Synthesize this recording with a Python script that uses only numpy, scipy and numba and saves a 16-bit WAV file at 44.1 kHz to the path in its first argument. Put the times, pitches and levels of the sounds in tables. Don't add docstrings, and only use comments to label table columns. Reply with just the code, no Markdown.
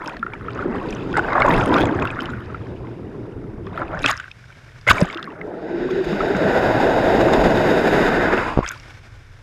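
import sys
import numpy as np
from scipy import signal
from scipy.fft import rfft, irfft
from scipy.io import wavfile
from scipy.ndimage import uniform_filter1d
from numba import njit

SR = 44100
rng = np.random.default_rng(int(sys.argv[2]) if len(sys.argv) > 2 else 0)


def elevation(decibels):
    levels = np.asarray(decibels, float)
    return 10 ** (levels / 20)


def master(y):
    cut = np.clip(np.atleast_2d(y).T, -1, 1)
    pcm = np.round(cut * 32767)
    wavfile.write(sys.argv[1], SR, pcm.astype(np.int16))


N = 415422
TIME = np.arange(N) / SR
GRID_HZ = np.arange(N // 2 + 1) * SR / N + 1


def colour(points, bells=()):
    point_hz, point_db = np.array(points).T
    db = np.interp(np.log(GRID_HZ), np.log(point_hz), point_db)
    for centre_hz, width_hz, bell_db in bells:
        db = db + bell_db / (1 + ((GRID_HZ - centre_hz) / (width_hz / 2)) ** 2)
    return elevation(db)


def unit(x):
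    return x / np.sqrt(np.mean(x ** 2))


def coloured_noise(points, bells=()):
    return unit(irfft(rfft(rng.standard_normal(N)) * colour(points, bells), N))


def read(curves, column, rest):
    out = np.full(N, float(rest))
    for rows in map(np.array, curves):
        on = (TIME >= rows[0, 0]) & (TIME <= rows[-1, 0])
        out[on] = np.interp(TIME[on], rows[:, 0], rows[:, column])
    return out


def walk(rate):
    hold = int(SR / rate)
    steps = np.repeat(rng.standard_normal(N // hold + 1), hold)
    return unit(uniform_filter1d(steps, hold)[:N])


@njit
def ring(n, sr, start, hz, t60, size, rise, glide):
    out = np.zeros(n)
    for s, f, d, a in zip(start, hz, t60, size):
        steps, phase, i0 = int(d * sr), 0., int(s * sr)
        for i in range(min(steps, n - i0)):
            phase += 2 * np.pi * f * (1 + glide * i / steps) / sr
            swell = 1 - np.exp(-i * f / (rise * sr))
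            out[i0 + i] += a * np.sin(phase) * 10 ** (-3 * i / steps) * swell
    return out


# frequency in Hz, relative density in dB.
MIC_COLOUR = [(4000, -40), (7000, -2), (10500, 0.3), (12000, -3), (13000, -11), (15500, -22)]


def mic_hiss():
    return coloured_noise(MIC_COLOUR) * elevation(-79)


# frequency in Hz, level in dB before the shared gain of 4 dB.
ENGINE_HARMONICS = [(22.2, -56), (44.4, -53), (88.8, -49.5), (111, -52), (133, -57)]


def engine():
    pitch = 1 + 0.01004 * walk(3.06)
    turn = 2 * np.pi * np.cumsum(pitch) / SR
    hum = sum(elevation(db + 4 + 2.2 * walk(17)) * np.sin(hz * turn) for hz, db in ENGINE_HARMONICS)
    return hum * np.clip((TIME - 8.72) / .05, 0, 1)


# frequency in Hz, relative density in dB.
AIR_COLOUR = [(130, -39.5), (220, 1), (1010, -5), (1540, -1), (1830, -1.5), (2270, -5.5), (3990, -14.5),
              (5680, -15), (8990, -27.5), (12800, -34.5), (15000, -49)]
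# frequency in Hz, width in Hz, height in dB.
CASE_RESONANCES = [(1530, 340, 3), (2250, 230, 5.5), (3600, 300, 4.5), (5140, 400, 3.5), (1970, 130, -4),
                   (4400, 250, -1)]
# start in seconds, end in seconds, settled hiss in dB before its wander.
SURFACED = [(4.12, 4.88, -49.5), (8.72, 9.425, -54.5)]


def air():
    wet_db, drying_s = (-3, 11), (0.072, 0.35)
    db = np.full(N, -59.5)
    for (out_s, in_s, dry_db), extra_db, drying in zip(SURFACED, wet_db, drying_s):
        settling_db = dry_db + extra_db * np.exp(-abs(TIME - out_s) / drying)
        db = np.where((TIME >= out_s) & (TIME <= in_s), settling_db, db)
    wander_db = 0.39 * walk(1.86) + 1.6 * walk(25) + 1.35 * walk(120)
    return coloured_noise(AIR_COLOUR, CASE_RESONANCES) * elevation(uniform_filter1d(db, size=1500) + wander_db)


# frequency in Hz, relative density in dB.
FLOW_COLOUR = [(12, -33), (22, 15), (40, 9), (60, 11), (120, -65.5), (3000, -130)]
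# frequency in Hz, relative density in dB.
HULL_COLOUR = [(35, -40), (60, -10), (90, -6.5), (108, -4), (122, -0.5), (135, -8.5), (180, -15),
               (300, -64), (3000, -130)]
# time in seconds, flow pressure in dB, hull drone in dB.
RUMBLE_LEVELS = [(0, -52, -50), (.15, -43, -50), (.55, -41.5, -37.5), (1.1, -43, -39.5), (1.16, -33, -33),
                 (1.21, -39, -33), (1.35, -39, -38.5), (1.55, -24, -25.5), (1.68, -41, -32.5),
                 (1.97, -41, -26.5), (2.2, -47, -34.5), (2.6, -52, -35), (3.05, -47.5, -37.5),
                 (3.94, -41, -39.5), (4.07, -33.5, -34.5), (4.25, -55, -45.5), (4.85, -57, -46.5),
                 (4.9, -38, -23), (5.05, -36, -45), (5.13, -62, -55.5), (5.6, -54, -47), (6.05, -42, -45),
                 (6.5, -42, -32.5), (7.1, -35, -30), (8.5, -33.5, -36.5), (8.63, -34, -46),
                 (8.75, -54, -47), (9.42, -52, -52)]


def rumble():
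    thud_spread_db, thud_rate = (3, 0.1), 20
    in_air = sum((TIME > out_s) & (TIME < in_s) for out_s, in_s, _ in SURFACED)
    out = 0
    for k, spectrum in enumerate((FLOW_COLOUR, HULL_COLOUR)):
        thuds_db = np.take(thud_spread_db, in_air) * walk(thud_rate)
        level_db = read([RUMBLE_LEVELS], k + 1, -45) + thuds_db
        out = out + coloured_noise(spectrum) * elevation(uniform_filter1d(level_db, size=400))
    return out


# time in seconds, pitch in Hz, level in dB.
POCKET_CURVES = [
    [(5.3, 396, -54), (5.45, 425, -35), (5.6, 455, -38), (5.72, 449, -34.5), (5.85, 484, -31.5),
     (5.98, 460, -44)],
    [(5.45, 300.7, -47), (5.62, 320, -35.5), (5.8, 350, -23), (6.0, 385, -26.5), (6.08, 359.4, -29),
     (6.2, 391, -28), (6.35, 421.5, -34), (6.5, 423, -52)],
    [(8.38, 884, -48), (8.46, 920, -35), (8.53, 1050, -33), (8.6, 1150, -45), (8.635, 1055, -41),
     (8.67, 1350, -49), (8.71, 1500, -33), (8.76, 1305, -53)],
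    [(8.4, 1600, -45), (8.47, 1594, -32), (8.55, 1500, -50), (8.62, 1600, -49), (8.65, 2010, -44),
     (8.7, 2250, -40), (8.75, 2340, -54)],
]
POCKET_WIDTHS = (0.046, 0.099, 0.22, 0.17)


def pockets():
    out = 0
    for rows, width in zip(POCKET_CURVES, POCKET_WIDTHS):
        first_hz = rows[0][1]
        phase = 2 * np.pi * np.cumsum(read([rows], 1, first_hz)) / SR
        low = signal.butter(2, width * first_hz / 2, fs=SR, output="sos")
        shake = signal.sosfilt(low, rng.standard_normal((2, N)))
        hum = unit(shake[0] * np.cos(phase) + shake[1] * np.sin(phase))
        out = out + hum * elevation(read([rows], 2, -120))
    return out


# start in seconds, level in dB before the shared gain,
# pitch in Hz about which the cluster scatters.
SPRAY_SNAPS = [(0.0423, -45, 10500), (0.0598, -52, 10200), (0.0952, -42, 9040), (0.155, -61, 9750),
               (0.194, -54, 10200), (0.3217, -59, 10200), (0.3391, -58, 10000), (0.4155, -54, 11500),
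               (0.4429, -57, 10500), (0.5142, -62, 10300), (0.5596, -59, 11300), (0.637, -50, 9310),
               (0.7452, -61, 10500), (0.7711, -57, 9000), (0.7791, -58, 9890), (0.8614, -53, 9000),
               (0.8699, -54, 9300), (0.9058, -58, 9080), (0.9058, -49, 9930), (0.9238, -52, 10300),
               (0.9398, -46, 10700), (0.9657, -59, 9940), (0.9877, -55, 11900), (1.0924, -56, 11000),
               (1.1443, -63, 10800), (1.1443, -48, 10800), (1.1697, -35, 9670), (1.2022, -51, 10200),
               (1.2411, -59, 9180), (1.2466, -58, 9070), (1.2715, -57, 9170), (1.3922, -55, 10200),
               (1.4222, -59, 9140), (1.4257, -55, 10200), (1.4516, -67, 9000), (1.4516, -50, 9050),
               (1.4641, -43, 9230), (1.4835, -49, 9000), (1.4955, -31, 14200), (1.5264, -38, 11100),
               (1.5394, -33, 11700), (1.5763, -43, 12300), (1.6217, -49, 9020), (1.6591, -29, 9000),
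               (1.6781, -40, 10200), (1.716, -53, 9180), (1.734, -39, 10500), (1.7848, -39, 9950),
               (1.8028, -36, 11700), (1.8093, -33, 9920), (1.8342, -48, 9770), (1.8941, -59, 9010),
               (1.9175, -56, 9790), (1.937, -53, 10200), (2.0278, -58, 9060), (2.0527, -35, 10100),
               (2.1236, -56, 10500), (2.1485, -57, 9010), (2.1879, -54, 10400), (2.2228, -46, 11600),
               (2.2323, -40, 10400), (2.3261, -53, 9890), (2.359, -57, 10700), (2.3795, -56, 10500),
               (2.4034, -49, 10900), (3.7753, -47, 11100), (3.8332, -55, 11000), (3.9185, -58, 10700),
               (4.0193, -44, 11600), (4.0477, -60, 9000), (4.0477, -45, 9490), (4.0657, -34, 9350),
               (4.0816, -33, 12100), (4.0876, -31, 9100), (4.151, -54, 9610), (4.8733, -45, 11400),
               (4.8803, -43, 9000), (4.8803, -29, 9870), (4.8937, -24, 9150), (4.9023, -25, 10200),
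               (4.9571, -38, 12600), (4.9836, -42, 9030), (5.006, -39, 11500), (5.0414, -47, 9000),
               (5.0644, -55, 11300), (5.1257, -65, 9000), (5.1257, -48, 12100), (5.1537, -54, 11300),
               (5.215, -60, 10100), (5.224, -60, 10900), (5.255, -46, 10000), (5.9025, -50, 11000),
               (5.9569, -57, 10260), (6.0197, -50, 10100), (6.0422, -49, 9190), (6.2592, -51, 10700),
               (6.4423, -50, 9390), (6.6209, -40, 9050), (7.0399, -41, 9440), (7.0998, -41, 9270),
               (7.438, -42, 9220), (7.5577, -41, 9100), (8.4986, -50, 10500), (8.6273, -51, 9480),
               (8.6582, -46, 9710), (8.6717, -46, 9230), (8.6946, -42, 12000), (8.7161, -29, 12200),
               (8.7615, -55, 10200), (8.8029, -59, 11400)]


def snaps():
    s, db, hz = np.repeat(SPRAY_SNAPS, 3, axis=0).T
    hz = np.clip(hz * (1 + 0.18 * rng.standard_normal(len(s))), 6000, 15000)
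    return ring(N, 1. * SR, s, hz, 32 / hz, elevation(db - 1.5), 0.93, 0.03)


# start in seconds, level in dB before the shared gain,
# pitch in Hz of the tick's own ring.
WALL_TICKS = [(0.0428, -48, 3130), (0.06, -28, 3120), (0.076, -25, 5250), (0.0938, -33, 3160),
              (0.168, -34, 4300), (0.1943, -38, 3470), (0.3355, -41, 3300), (0.505, -35, 3070),
              (0.9068, -28, 5760), (0.926, -31, 3120), (0.9497, -35, 5960), (1.1283, -29, 3200),
              (1.1444, -36, 3230), (1.1697, -31, 4170), (1.3309, -27, 3760), (1.419, -38, 2990),
              (1.4625, -32, 3010), (1.484, -31, 3270), (1.5092, -23, 3100), (1.5254, -34, 3140),
              (1.5406, -22, 2980), (1.5644, -26, 3300), (1.61, -25, 3400), (1.6356, -34, 3150),
              (1.6591, -27, 3160), (1.6774, -28, 3000), (1.6931, -27, 3140), (1.7165, -35, 3160),
              (1.729, -28, 3150), (1.7414, -16, 3590), (1.7833, -19, 3200), (1.8025, -27, 3310),
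              (1.809, -23, 3220), (1.833, -29, 3500), (1.8542, -30, 3340), (1.9979, -30, 3360),
              (2.0212, -29, 3130), (2.0532, -28, 3400), (2.074, -35, 2950), (2.1036, -29.5, 3220),
              (2.206, -20, 3030), (2.22, -33, 4890), (2.2314, -41, 3080), (2.2568, -22, 2970),
              (3.6666, -40, 3370), (3.775, -39, 3350), (3.9908, -33, 3270), (4.0282, -32, 3350),
              (4.032, -23, 3730), (4.0606, -7.5, 3170), (4.087, -14.5, 3700), (4.1127, -16.5, 6700),
              (4.176, -27.5, 5330), (4.199, -29, 2950), (4.315, -34, 3600), (4.8125, -39, 4860),
              (4.883, -21.5, 3080), (4.896, -16, 3600), (4.905, -9, 3460), (4.9437, -31, 3000),
              (5.006, -25.5, 7670), (5.014, -18.5, 5070), (5.0414, -40, 3120), (5.1, -34.5, 3270),
              (5.1277, -30, 3570), (5.1457, -24.5, 3560), (5.1737, -25.5, 3100), (5.228, -23, 3530),
              (5.2544, -58, 3020), (8.6624, -20.5, 3200), (8.696, -32, 3400), (1.403, -27, 3560),
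              (1.512, -26, 3700), (1.486, -29, 6800), (1.638, -32, 6200), (1.817, -18.5, 3430),
              (1.827, -24, 3380), (1.856, -29, 7100), (1.87, -35, 6300), (1.912, -35, 3300),
              (2.303, -37, 3800), (5.242, -33, 4100), (5.303, -41, 2700), (5.32, -43, 3000),
              (5.088, -38, 7200), (5.11, -39, 6900), (5.195, -39, 4080), (4.02, -33, 6600),
              (3.992, -33, 5300), (4.128, -29, 3900), (4.201, -35, 7000), (4.168, -32, 6040),
              (8.678, -24, 5000), (8.7161, -33, 6720), (8.744, -39, 3100), (8.7765, -40, 4830),
              (8.799, -33, 5460), (8.8323, -43, 5400), (8.9396, -45, 5210)]
# frequency in Hz before scatter, level in dB relative to the tick before
WALL_MODES = [(2620, -2.5), (3400, -9), (5100, -6.5), (6400, -10.5), (8000, -24), (10200, -19),
              (11700, -20), (13400, -27)]


def ticks():
    tick_db, cycles, away_db_per_octave, scatter_db = 2, 44.3, -7.5, 3.5
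    s, db, hz = np.transpose(WALL_TICKS)
    mode_hz, mode_db = np.transpose(WALL_MODES)
    chance = rng.standard_normal((len(s), 2, len(WALL_MODES)))
    octaves = abs(np.log2(mode_hz / hz[:, None]))
    woken_db = mode_db + away_db_per_octave * octaves + scatter_db * chance[:, 0]
    all_hz = np.c_[hz, mode_hz * (1 + .04 * chance[:, 1])].ravel()
    all_db = (db[:, None] + np.c_[0 * db, woken_db]).ravel()
    starts = np.repeat(s, len(WALL_MODES) + 1)
    return ring(N, 1. * SR, starts, all_hz, cycles / all_hz, elevation(all_db + tick_db), 0.98, 0.05)


# start in seconds, level in dB before weight
# and low-pass, ring in Hz, 60 dB decay in seconds, signed weight (positive pushes, negative pulls).
PORT_SLAPS = [(4.91, -13, 89, 0.017, -3.5), (5.0233, -4, 171, 0.051, 1.4), (8.575, 6, 160, 0.0044, -1),
              (8.590, 7, 260, 0.003, -1), (8.606, -13, 260, 0.009, -1), (1.8355, 1, 390, 0.0046, -1),
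              (1.547, -2, 310, 0.006, -0.5), (8.579, -15, 120, 0.012, 0.5), (8.593, -14, 120, 0.01, 1)]


def slaps():
    out = 0
    for s, db, hz, t60, weight in PORT_SLAPS:
        near = np.clip(TIME - s, -.05, .2)
        after = np.sin(2 * np.pi * hz * near + 0.18) * 10 ** (-3 * near / t60)
        before = -0.35 * np.exp(near / 0.0022)
        slap = np.where(near < 0, before, after) * (abs(TIME - s) < .06)
        out = out + weight * elevation(db) * slap
    return signal.sosfilt(signal.butter(3, 1000., fs=SR, output="sos"), out)


# start in seconds, level in dB before the shared gain,
# pitch in Hz at the start, cycles of ring.
SINGLE_BUBBLES = [(0.655, -5, 355, 14), (1.446, -5, 580, 23), (1.707, -0.5, 299, 16.3),
                  (1.89, -12.5, 247, 20), (5.154, -20, 329, 24), (6.12, -11, 198, 21),
                  (6.35, -8.5, 191, 13), (6.45, -7, 190, 17), (8.335, -4, 380, 12), (5.976, -13.5, 390, 25),
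                  (6.0, -9.5, 337, 17), (6.127, -8.5, 345, 14), (6.27, -5, 360, 14), (6.3, -7.5, 388, 18),
                  (6.408, -8, 317, 23), (5.012, -0.5, 577, 12.0), (5.048, -12.5, 790, 11),
                  (4.99, -25, 500, 12), (1.5, -13, 570, 11), (8.2, -16, 610, 19), (7.1, -5, 660, 30),
                  (8.608, -16, 1200, 11), (0.019, -17, 1300, 19), (0.081, -16.5, 1500, 24),
                  (0.134, -23, 980, 22), (0.228, -10, 1356, 41), (0.265, -12, 1360, 21),
                  (0.41, -22, 1300, 23), (0.483, -14.5, 1310, 32), (0.591, -13.5, 1290, 26),
                  (0.575, -21, 1500, 22), (0.168, -21, 1800, 22), (0.352, -25, 1650, 22),
                  (0.75, -20, 1110, 30), (1.14, -15, 1440, 40), (1.154, -11, 1500, 33),
                  (1.167, -8, 1420, 29), (1.193, -3, 1460, 26), (1.246, -11.5, 1520, 24),
                  (1.285, -12, 1560, 22), (1.321, -13, 991, 24), (1.354, -6, 1230, 25),
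                  (1.379, -1.5, 1023, 20), (1.419, -5, 1080, 22), (1.448, -8, 1120, 24),
                  (1.48, -0.5, 1070, 20), (1.733, -17, 1470, 22), (1.763, -6, 1130, 28),
                  (1.836, -1, 820, 12), (1.99, -12.5, 1570, 22), (2.023, -11, 1040, 21),
                  (2.053, -9, 1410, 19), (2.176, -24, 1400, 22), (2.19, -9.5, 1420, 19),
                  (2.335, -15.5, 1440, 20), (2.545, -16, 1340, 28), (2.546, -28, 1980, 24),
                  (3.67, -23, 1740, 13), (4.258, -30, 1500, 22), (4.28, -26, 1520, 24),
                  (4.44, -35, 1550, 26), (4.503, -31.5, 1500, 26), (4.525, -35, 2250, 30),
                  (4.69, -35, 1890, 24), (4.76, -35, 1500, 26), (4.108, -10, 1580, 22),
                  (3.669, -21, 1130, 17), (3.776, -11, 1330, 23), (3.817, -8, 1350, 21),
                  (4.044, -5, 1420, 23), (4.008, -15, 420, 5), (4.199, -14, 1500, 24),
                  (4.241, -21, 1550, 22), (4.867, -17, 1300, 19), (4.891, -1, 1520, 24),
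                  (4.912, 7, 1086, 14.6), (5.069, -21, 1620, 20), (5.167, -23, 1190, 18),
                  (5.19, -18, 1300, 22), (5.227, -25, 1390, 20), (5.275, -25, 1115, 34),
                  (5.888, -21, 1090, 22), (6.01, -27, 1110, 22), (6.13, -21, 1159, 24),
                  (2.5, -27, 1310, 22), (2.615, -34, 1730, 24), (2.668, -31, 1700, 24),
                  (2.87, -32, 2050, 22), (3.44, -33, 1280, 20), (3.58, -33, 875, 20),
                  (8.383, -14, 1500, 33), (8.561, -23, 1210, 14), (8.759, -31, 1010, 24),
                  (8.735, -33, 1400, 20), (8.835, -32, 2080, 26), (0.335, -24, 900, 25),
                  (6.205, -10, 1305, 42), (6.349, -8.5, 1510, 19), (6.8, -7, 830, 21),
                  (8.628, -13.5, 1040, 26), (8.642, -23, 1350, 22), (8.663, -15.5, 1570, 22),
                  (8.676, -24, 1430, 22), (8.707, -17, 1500, 29), (0.0578, -38, 2860, 24),
                  (0.0967, -23, 2430, 28), (0.3351, -20, 2270, 35), (0.5072, -29, 2400, 28),
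                  (0.9268, -25.5, 2450, 43), (1.1717, -18, 2080, 31), (1.4197, -5, 2190, 47),
                  (1.4624, -23, 2510, 31), (1.5354, -14, 2160, 36), (1.6102, -15, 2360, 28),
                  (1.6584, -26, 2140, 28), (1.717, -20, 2000, 28), (1.7355, -24, 1990, 28),
                  (1.8544, -21, 2400, 31), (2.0228, -14.5, 2480, 33), (2.0737, -17, 2700, 31),
                  (2.1036, -19.5, 2460, 36), (2.2014, -22, 2920, 24), (3.8806, -30, 2510, 32),
                  (4.0417, -6.5, 2480, 30), (4.0826, -9, 2130, 28), (4.3136, -25.5, 2520, 35),
                  (4.8674, -17, 2070, 28), (4.8758, -4.5, 2050, 37), (4.8863, -1, 2110, 44),
                  (4.9014, -2, 2600, 28), (4.9816, -12.5, 2260, 37), (5.0998, -20, 2170, 39),
                  (5.4136, -19, 2060, 35), (8.378, -15.5, 2600, 27), (1.322, -16, 1980, 24),
                  (1.358, -19, 2000, 25), (1.505, -6, 1860, 25), (8.6433, -19.5, 2050, 32),
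                  (8.6837, -30, 2180, 27)]
# pitch ratio, level in dB relative to the
BUBBLE_PARTNERS = [(1.28, -15.5), (1.7, -26.5)]


def bubbles():
    s, db, hz, cycles = np.transpose(SINGLE_BUBBLES)
    start_db = db + 4.5
    out = ring(N, 1. * SR, s, hz, cycles / hz, elevation(start_db), 2.22, 0.061)
    chance = rng.standard_normal((len(s), len(BUBBLE_PARTNERS), 2))
    for k, (ratio, partner_db) in enumerate(BUBBLE_PARTNERS):
        up_hz = hz * ratio * (1 + 0.069 * chance[:, k, 0])
        up_db = start_db + partner_db + 4.6 * chance[:, k, 1]
        out = out + ring(N, 1. * SR, s, up_hz, cycles / up_hz, elevation(up_db), 1.0, 0.058)
    return out


# start in seconds, hold in seconds from the
# start, level in dB before the band offset, brightness in dB per band about the third band.
LID_SPLASHES = [(0.333, 0.0056, -43, 1), (1.163, 0.025, -24.5, -6), (1.838, 0.0036, -31, -11),
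                (1.733, 0.0087, -31, 0.5), (1.788, 0.017, -43, 2), (4.041, 0.02, -19, -6),
                (4.069, 0.039, -21, 2), (4.869, 0.017, -16.5, -3), (4.892, 0.022, -15, 3.5),
                (5.9, .012, -38.5, 1), (6.038, 0.011, -36.5, 1.5), (6.277, 0.0093, -36, 0.3),
                (6.36, 0.011, -34, -1), (6.8, 0.0033, -25, -1), (7.206, 0.0087, -24, -0.5),
                (7.28, .006, -24.5, -5), (7.328, 0.0095, -21.5, 0), (7.435, .008, -25.5, 0.5),
                (7.568, .008, -27, -2.5), (7.871, 0.0063, -23, -0.6), (8.627, 0.028, -30.5, -4),
                (8.664, 0.026, -33.5, 2), (8.7, 0.017, -36, -2), (8.716, 0.0074, -47, 8.5)]
# offset in dB of one of the six bands, deep to bright.
SPLASH_BAND_DB = (-19.5, -11.5, -0.5, -8.5, -21, -30)


def splash_db(band):
    attack_s, release_t60_s, drain_db, drain_t60_s = 0.0077, 0.028, -18.5, 0.36
    power = 1e-12
    for s, hold, db, bright_db in LID_SPLASHES:
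        after = np.maximum(TIME - s - hold, 0)
        swell = np.clip((TIME - s) / attack_s, 0, 1)
        fall = elevation(-60 * after / release_t60_s) + elevation(drain_db - 60 * after / drain_t60_s)
        band_db = db + SPLASH_BAND_DB[band] + bright_db * (band - 2)
        power = power + (swell * fall * elevation(band_db)) ** 2
    return 10 * np.log10(power)


def cloud(count, lo_hz, hi_hz, cycles, scatter_db):
    when, pitch, big, long = rng.random((count, 4)).T
    hz = lo_hz * (hi_hz / lo_hz) ** pitch
    bunch_db = 2.27 * walk(20)[(when * N).astype(int)]
    size = np.sqrt(hz) * elevation(scatter_db * big ** 2 + bunch_db)
    t60 = cycles * (0.3 + 4.84 * long ** 2) / hz
    return unit(ring(N, 1. * SR, when * N / SR, hz, t60, size, 0.48, 0.29))


BAND_BORDERS = (500, 1120, 2280, 5800, 8400)
# frequency in Hz, relative density in dB within a band.
WAKE_COLOUR = [(88, -57), (150, -3.5), (418, 0), (1580, -6), (2670, -22.5), (5150, -29), (10300, -43.5),
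               (12800, -41), (14300, -57), (14600, -73), (15200, -79)]
# frequency in Hz, width in Hz, height in dB.
ROAR_BELLS = [(353, 270, 4), (646, 53, 4), (1500, 110, 3.5), (2330, 870, 3.5), (3710, 210, 6.5),
              (6800, 350, 6), (1150, 380, -14)]
# frequency in Hz, relative density in dB within a band.
SWELL_COLOUR = [(88, -26), (150, -0.5), (360, 0.5), (560, -8), (790, -11), (930, -5.5), (1400, -10.5),
                (1710, -17), (2240, -12), (3780, -32), (4860, -31.5), (9000, -40), (12500, -51),
                (15200, -80)]
# frequency in Hz, width in Hz, height in dB.
HOUSING_DIPS = [(2280, 250, -8), (3200, 400, -6), (4260, 250, -14), (5800, 400, -15), (8400, 500, -11),
                (10050, 350, -10), (11700, 250, -13)]
# frequency in Hz, relative density in dB within a band.
FOAM_COLOUR = [(88, -32), (150, -1), (295, 3), (603, -6), (800, -7.5), (1140, 4), (1480, 2), (2300, -6),
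               (3500, -15.5), (5780, -31.5), (7150, -34.5), (11000, -45), (15200, -55)]
# time in seconds, share of the wake's colour from 0 to 1.
WAKE_SHARE = [(2.4, 0.48), (5.4, 0.86), (5.6, 1), (8.25, 0.85), (8.5, 0.2)]
# time in seconds, levels in dB of the deep gurgle,
# the gurgle, the fizz and the hiss.
DIVE_LEVELS = [
    [(0, -41, -37, -38, -62), (.06, -32, -32, -36.5, -48), (.13, -36, -36, -36.5, -49),
     (.2, -38, -51, -52, -65), (.28, -36, -49, -42, -61), (.4, -35.5, -46, -45.5, -61),
     (.62, -29, -36, -34, -48.5), (.68, -28.5, -32, -39.5, -57), (.74, -28, -33.5, -34, -52),
     (.9, -27, -37.5, -38, -47), (1.12, -26.5, -37.5, -42.5, -48), (1.24, -27.5, -30.5, -38, -47.5),
     (1.34, -30.5, -24, -23.5, -44), (1.41, -27.5, -17, -20.5, -43), (1.435, -31, -27, -26, -44),
     (1.46, -24.5, -18, -18, -40), (1.53, -16, -19, -20.5, -37), (1.66, -30, -26.5, -31, -41),
     (1.71, -18, -23.5, -27.5, -44.5), (1.78, -17, -19.5, -22.5, -36.5), (1.85, -21.5, -25, -32.5, -46),
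     (1.92, -21.5, -28, -29, -47.5), (2.03, -24, -29, -29, -49), (2.14, -31.5, -32.5, -30, -47.5),
     (2.3, -32.5, -39, -33.5, -49.5), (2.42, -36, -46, -43, -55), (2.7, -35.5, -44, -51.5, -58),
     (3.3, -34.5, -48.5, -54.5, -64.5), (3.64, -35, -50.5, -54.5, -66.5), (3.78, -35, -35, -40, -50),
     (3.825, -34.5, -27.5, -31, -50), (3.86, -35, -37.5, -46, -56), (3.94, -41.5, -29.5, -35, -54),
     (3.97, -40, -32, -34, -52), (4.04, -37, -40, -35.5, -38.5), (4.12, -53, -53, -28, -48),
     (4.17, -67, -61, -41, -53), (4.29, -58, -68, -52, -59)],
    [(4.92, -31, -31, -30, -51), (4.97, -38, -34, -30.5, -41), (5.02, -23, -28, -30, -38.5),
     (5.07, -38, -42, -33, -45), (5.1, -36, -41, -31, -45), (5.13, -41, -37.5, -33, -45),
     (5.18, -40.5, -42, -37, -61), (5.27, -39, -46, -41, -60), (5.35, -38.5, -41.5, -44.5, -75),
     (5.48, -35, -35.5, -47.5, -63), (5.62, -34.5, -37.5, -46.5, -56), (5.81, -28.5, -36.5, -39.5, -49.5),
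     (5.92, -25, -39.5, -37.5, -46.5), (6.03, -28, -34.5, -38, -43.5), (6.12, -25, -31.5, -36, -40.5),
     (6.22, -25, -29, -34, -41.5), (6.55, -21, -19.5, -26, -37), (6.95, -21.5, -19.5, -28, -36.5),
     (7.4, -17, -18.5, -28.5, -35.5), (7.95, -19, -21.5, -25, -33.5), (8.3, -22, -23, -22.5, -38),
     (8.4, -25.5, -26.5, -25, -38.5), (8.5, -34, -32, -33, -40.5), (8.6, -42, -34, -45, -46.5),
     (8.635, -52, -53, -46, -54)],
]
# time in seconds, share of single bubbles from 0 to 1.
FOAM_SHARE = [(0, 0.63), (.2, .7), (.45, 0.43), (1.3, 0.2), (1.85, 0.3), (2.1, 0.58), (2.42, 0.55),
              (2.5, 0.15), (3.6, 0.08), (3.7, 0.5), (4.9, 0.2), (5.3, 0.6), (5.5, 0.1), (5.62, 0)]
GRAIN_EXPONENTS = (0.98, 0.81, 0.15, 0.33, 0.25, 0.33)
# offset in dB, dB per dB of hiss, lift in dB at full foam.
SPRAY_BANDS = [(-8, 1.3, 9.5), (7.5, 1.8, 10)]
# spread in dB of one band, deep to bright.
CHOP_SPREAD_DB = (0.3, 0.6, 1.5, 2.5, 4, 4.5)


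def blend(dense, single, share, exponent):
    single_power = share ** exponent
    return np.sqrt(1 - single_power) * dense + np.sqrt(single_power) * single


def water():
    splash_share, chop_rate = 0.31, 150
    lowpasses = [1 / (1 + (GRID_HZ / edge) ** 12) for edge in BAND_BORDERS]
    bands = np.diff([0 * GRID_HZ] + lowpasses + [0 * GRID_HZ + 1], axis=0)
    rush = rfft(rng.standard_normal(N) * elevation(1.15 * walk(40)))
    swell = colour(SWELL_COLOUR, HOUSING_DIPS)
    wake = colour(WAKE_COLOUR, HOUSING_DIPS + ROAR_BELLS)
    port = colour(FOAM_COLOUR)
    in_wake = np.interp(TIME, *np.transpose(WAKE_SHARE))
    foam = np.clip(read([FOAM_SHARE], 1, 0), 0, 1)
    bursts = cloud(count=1500, lo_hz=4320, hi_hz=15600, cycles=6.3, scatter_db=22.0)
    grains = (cloud(count=500, lo_hz=150, hi_hz=520, cycles=10.0, scatter_db=6.0),
              cloud(count=1000, lo_hz=480, hi_hz=1200, cycles=14.0, scatter_db=10.0),
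              cloud(count=6000, lo_hz=947, hi_hz=2600, cycles=10.7, scatter_db=9.0),
              0.96 * bursts + cloud(count=7000, lo_hz=2130, hi_hz=6200, cycles=15.0, scatter_db=12.5),
              bursts + 0.48 * cloud(count=700, lo_hz=5460, hi_hz=8700, cycles=27.0, scatter_db=15.0),
              bursts + 0.27 * cloud(count=600, lo_hz=8140, hi_hz=13700, cycles=36.0, scatter_db=18.0))
    first_spray = len(grains) - len(SPRAY_BANDS)
    out = 0
    for k, (band, grain) in enumerate(zip(bands, grains)):
        open_water = unit(irfft(rush * swell * band, N))
        roar = unit(irfft(rush * wake * band, N))
        dense = open_water * (1 - in_wake) + roar * in_wake
        single = unit(irfft(rfft(grain) * port * band, N))
        dive_db = read(DIVE_LEVELS, min(k + 1, first_spray), -100)
        if k >= first_spray:
            spray_db, per_hiss, foam_db = SPRAY_BANDS[k - first_spray]
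            dive_db = spray_db + per_hiss * dive_db + foam_db * foam
        dive = blend(dense, single, foam, GRAIN_EXPONENTS[k]) * elevation(uniform_filter1d(dive_db, size=130))
        ragged_db = splash_db(k) + CHOP_SPREAD_DB[k] * walk(chop_rate)
        splash = blend(dense, single, splash_share, GRAIN_EXPONENTS[k]) * elevation(ragged_db)
        out = out + dive + splash
    return out


def scene():
    background = mic_hiss() + engine() + air() + rumble()
    details = pockets() + snaps() + ticks() + slaps() + bubbles()
    return (background + details + water())[None]


def low_pass(x):
    return signal.sosfilt(signal.butter(12, 15690, fs=SR, output="sos"), x)


def record(dry):
    dull = signal.sosfilt(signal.butter(8, 14900, fs=SR, output="sos"), dry)
    finished = np.clip(dull, -1, 1)
    return low_pass(finished)


dry = scene()
out = record(dry)
master(out)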